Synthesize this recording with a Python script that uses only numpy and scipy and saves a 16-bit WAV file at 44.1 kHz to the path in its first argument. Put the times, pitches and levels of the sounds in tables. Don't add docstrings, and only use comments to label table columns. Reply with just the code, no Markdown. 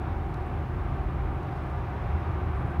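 import sys
import numpy as np
from scipy import signal
from scipy.fft import rfft, irfft, next_fast_len
from scipy.io import wavfile

SR = 44100
rng = np.random.default_rng(int(sys.argv[2]) if len(sys.argv) > 2 else 0)


def attenuation_scalar(level_db):
    decades = np.asarray(level_db, float) / 20
    return 10 ** decades


def waveform_to_disk(signal):
    frames = np.transpose(np.atleast_2d(signal))
    scaled = np.clip(frames, -1, 1) * 32767
    samples = np.round(scaled).astype(np.int16)
    wavfile.write(sys.argv[1], SR, samples)


N = 123479


def rms_one(x):
    return x / np.sqrt(np.mean(x ** 2) + 1e-20)


def in_time(rows):
    s, value = np.transpose(rows)
    return np.interp(np.arange(N) / SR, s, value)


def drift(rate_hz):
    r = np.exp(-80 * np.pi * rate_hz / SR)
    white = rng.standard_normal(N // 40 + 2002)
    slow = signal.lfilter([1], [1, -2 * r, r * r], white)[2000:]
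    return np.interp(np.arange(N) / 40, np.arange(len(slow)), rms_one(slow))


def resonate(x, hz, width_hz):
    r = np.exp(-np.pi * width_hz / SR)
    turn = 2 * r * np.cos(2 * np.pi * hz / SR)
    return signal.lfilter([(1 - r * r) / 2, 0, (r * r - 1) / 2], [1, -turn, r * r], x)


def ringing_noise(hz, width_hz, even):
    white = rng.standard_normal(N + SR // 2)
    each_hz = width_hz * 1.55
    hum = rms_one(resonate(resonate(white, hz, each_hz), hz, each_hz)[-N:])
    envelope = np.abs(signal.hilbert(hum, next_fast_len(N))[:N]) + .05
    return rms_one(hum / envelope ** np.clip(even, 0, 1))


def banded_noise(spectrum, patchy_db):
    hz, db = np.transpose(spectrum)
    size = next_fast_len(N + SR // 2)
    bin_hz = np.arange(size // 2 + 1) * SR / size
    colour = attenuation_scalar(np.interp(np.log(bin_hz + 1), np.log(hz), db))
    together = drift(1.0)
    noise = irfft(rfft(rng.standard_normal((2, size))) * colour, size)
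    edges = 25 * 2 ** np.arange(0, 9.5, 1 / 3)
    out = 0
    for k, (low, high) in enumerate(zip(edges, edges[1:])):
        flicker = together + drift(42.0)
        if hz[0] < np.sqrt(low * high) < hz[-1]:
            bandpass = signal.butter(2, [low, high], "band", fs=SR, output="sos")
            band = signal.sosfilt(bandpass, noise[k % 2])[-N:]
            out = out + attenuation_scalar(patchy_db * flicker) * band
    return rms_one(out)


# start_s, level_db
ROAD_ROUGHNESS = [(0.0, -28.5), (0.03, -31), (0.31, -37.5), (0.63, -31.5), (0.67, -58), (0.7, -32.5),
                  (0.85, -32), (0.91, -43), (0.94, -35), (1.04, -31), (1.44, -35.5), (2.08, -35),
                  (2.15, -23.5), (2.25, -39.5), (2.27, -29), (2.4, -29.5), (2.76, -33.5), (2.8, -19.5)]


def cabin_boom():
    return attenuation_scalar(in_time(ROAD_ROUGHNESS) - 1) * ringing_noise(hz=75, width_hz=7, even=.9)


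# start_s, level_db
SUSPENSION_TRAVEL = [(0.0, -49), (0.17, -34), (0.22, -43), (0.25, -39), (0.65, -45), (0.66, -40.5),
                     (1.08, -34.5), (1.12, -48), (1.17, -33.5), (1.53, -46), (1.84, -37), (1.98, -58),
                     (2.03, -34.5), (2.17, -46), (2.68, -36), (2.74, -45)]


def floor_shake():
    return attenuation_scalar(in_time(SUSPENSION_TRAVEL) + 3.1) * ringing_noise(hz=49.5, width_hz=15.2, even=0.6)


# pitch_hz, width_hz, level_db, follows_roughness_0_to_1
PANEL_MODES = [(91.9, 8.2, -43.5, 0.43), (102.1, 16, -42.5, 0.5), (128.8, 14.3, -39, 0),
               (158.3, 24, -45.5, 0), (187.9, 18, -53, 0.9), (257, 4.1, -58, .05), (313.9, 52, -47.5, .05),
               (371, 40, -47, 0.3), (437, 22, -67.5, .05)]


def panels():
    roughness_db = in_time(ROAD_ROUGHNESS)
    swing_db = roughness_db - roughness_db.mean()
    out = np.zeros(N)
    for hz, width_hz, db, follows in PANEL_MODES:
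        out += attenuation_scalar(db + follows * swing_db) * ringing_noise(hz, width_hz, even=0.32)
    return out


# pitch_hz, level_db_per_hz
ROLL_COLOUR = [(28, -4), (42, -10.5), (65, -4), (110, -5), (150, -10.5), (240, -13), (500, -19.5),
               (650, -19)]


def roll_noise():
    return attenuation_scalar(-39) * banded_noise(ROLL_COLOUR, patchy_db=0)


# start_s, level_db
TREAD_LEVEL = [
    (0.0, -45),
    (0.01, -40),
    (0.29, -42),
    (0.49, -40.5),
    (0.69, -42),
    (0.83, -41),
    (2.76, -39.5),
    (2.78, -42),
]
# pitch_hz, width_hz, level_db (re tread)
TREAD_MODES = [(940, 51, -14), (1110, 66, -14), (1190, 45, -14), (1351, 59, -20), (1440, 51, -22),
               (1545, 31, -19.5), (1708, 31, -27), (2670, 170, -31.5)]
# pitch_hz, level_db_per_hz
ROAR_COLOUR = [(450, -6.5), (640, -2.5), (850, -1), (1250, -4.5), (1950, -12.5), (2300, -14), (3000, -23.5),
               (4500, -33)]


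def tread_roar():
    roar = attenuation_scalar(-3) * banded_noise(ROAR_COLOUR, patchy_db=0.59)
    for hz, width_hz, db in TREAD_MODES:
        roar += attenuation_scalar(db + 1.2 * drift(3.9)) * ringing_noise(hz, width_hz, even=0.15)
    return attenuation_scalar(in_time(TREAD_LEVEL)) * roar


# start_s, level_db
SINGING_LEVEL = [(0.0, -46), (0.61, -44), (0.64, -53.5), (0.96, -44.5), (0.97, -40.5), (1.12, -52),
                 (1.55, -42.5), (1.59, -48.5), (1.79, -45.5), (1.82, -51), (2.07, -44), (2.27, -48.5),
                 (2.39, -45.5), (2.52, -49), (2.55, -44.5), (2.8, -47)]
# pitch_hz, width_hz, level_db (re swelling)
TREAD_TONES = [
    (721.5, 16, -3.5),
    (789.4, 38, -2.5),
]


def singing_tread():
    tones = sum(attenuation_scalar(db) * ringing_noise(hz, width_hz, even=0.58) for hz, width_hz, db in TREAD_TONES)
    return attenuation_scalar(in_time(SINGING_LEVEL)) * tones


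# start_s, level_db
GUST_LEVEL = [(0, -75), (.6, -75.5), (.95, -75), (1.3, -76.5), (1.52, -72.5), (1.7, -73.5), (1.95, -73.5),
              (2.2, -73), (2.35, -74.5), (2.55, -75), (2.8, -75.2)]
# pitch_hz, level_db_per_hz
WIND_COLOUR = [(2500, 3), (3800, -1.5), (5000, -5.5), (6300, -11), (7300, -20), (9500, -24)]


def wind():
    return attenuation_scalar(in_time(GUST_LEVEL) + 7.5) * banded_noise(WIND_COLOUR, patchy_db=-0.1)


# start_s, peak_level_db
TRIM_CREAKS = [
    (0.3416, -51.5),
    (1.4306, -60),
]
# pitch_hz, level_db, t60_s
TRIM_MODES = [(3920, 0, 0.01), (4350, -1, .009), (5470, -6.5, .009), (6300, -5.5, .009), (7700, -9, .008),
              (9300, -10.5, .007), (10500, -9.5, .007), (11500, -11.5, .006), (13200, -15, .005)]


def trim_creaks():
    touches = [(0, 2), (.0012, -5), (.0029, -0.5)]
    out = np.zeros(N)
    for hz, mode_db, t60 in TRIM_MODES:
        clicks = np.zeros(N)
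        for s, db in TRIM_CREAKS:
            for delay, touch_db in touches:
                strength = attenuation_scalar(db + mode_db + touch_db - 2)
                clicks[int((s + delay) * SR)] = strength * rng.choice([-1, 1])
        r = attenuation_scalar(-60 / (t60 * SR))
        w = 2 * np.pi * hz / SR
        out += signal.lfilter([0, np.sin(w)], [1, -2 * r * np.cos(w), r * r], clicks + 1e-18)
    return out


# start_s, peak_level_db
LENS_STEPS = [(.3022, -61), (.3685, -62), (.4110, -61), (.4648, -60), (1.5640, -60), (1.6248, -59.5),
              (1.6650, -60), (1.7013, -60.5), (2.5639, -60), (2.6042, -61), (2.6648, -59.5), (2.7049, -60)]
# delay_s, level_db, pitch_hz
LENS_TICKS = [
    (0, 2, 8500),
    (.0041, -8, 8500),
    (.0121, 1, 9200),
]


def lens_drive():
    width_hz = 4000
    s, db = np.transpose(LENS_STEPS)
    scatter_db = rng.normal(0, 1, (len(s), len(LENS_TICKS)))
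    out = np.zeros(N)
    for k, (delay, tick_db, hz) in enumerate(LENS_TICKS):
        clicks = np.zeros(N)
        at = ((s + delay) * SR).astype(int) - 4
        clicks[at] = attenuation_scalar(db + tick_db + scatter_db[:, k])
        tick = resonate(resonate(clicks + 1e-18, hz, width_hz), hz, width_hz)
        out += tick * np.e * SR / (2 * np.pi * width_hz)
    return attenuation_scalar(3) * out


# start_s, pitch_hz
WHINE_PITCH = [(0, 11800), (.15, 11880), (.28, 11780), (.36, 12080), (.55, 12230), (.72, 12130),
               (.95, 12030), (1.05, 12230), (1.15, 12010), (1.26, 12050), (1.32, 12250), (1.46, 12290),
               (1.62, 12060), (2.05, 11990), (2.35, 12170), (2.53, 12430), (2.66, 12170), (2.8, 12300)]


def sensor_whine():
    frames_per_s, centre, duty = 29.97, .56, .4
    frame = np.arange(N) / SR * frames_per_s
    place = ((frame - centre + .5) % 1 - .5) / duty
    jitter_hz = 55 * drift(24.0)
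    sag_hz = 120 * np.clip(place, -.5, .5)
    hz = in_time(WHINE_PITCH) + jitter_hz - sag_hz
    gate = np.clip(4.5 * (.62 - np.abs(place)), 0, 1)
    return attenuation_scalar(-82 + 1.3 * drift(9.0)) * gate * np.sin(2 * np.pi * np.cumsum(hz) / SR)


# pitch_hz, level_db_per_hz
HISS_COLOUR = [(3500, -5), (5000, -1.8), (9000, 0.8), (13000, -1.5), (17500, 2)]


def microphone_hiss():
    return attenuation_scalar(-75) * banded_noise(HISS_COLOUR, patchy_db=.1)


def scene():
    car = cabin_boom() + floor_shake() + panels() + roll_noise()
    tyres = tread_roar() + singing_tread()
    camera = lens_drive() + sensor_whine() + microphone_hiss()
    return (car + tyres + wind() + trim_creaks() + camera)[None]


def low_pass(x):
    return signal.sosfilt(signal.butter(12, 15750, fs=SR, output="sos"), x)


def record(dry):
    bass_cut = signal.butter(3, 30, "high", fs=SR, output="sos")
    mix = signal.sosfilt(bass_cut, dry)
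    return low_pass(mix)


dry = scene()
out = record(dry)
waveform_to_disk(out)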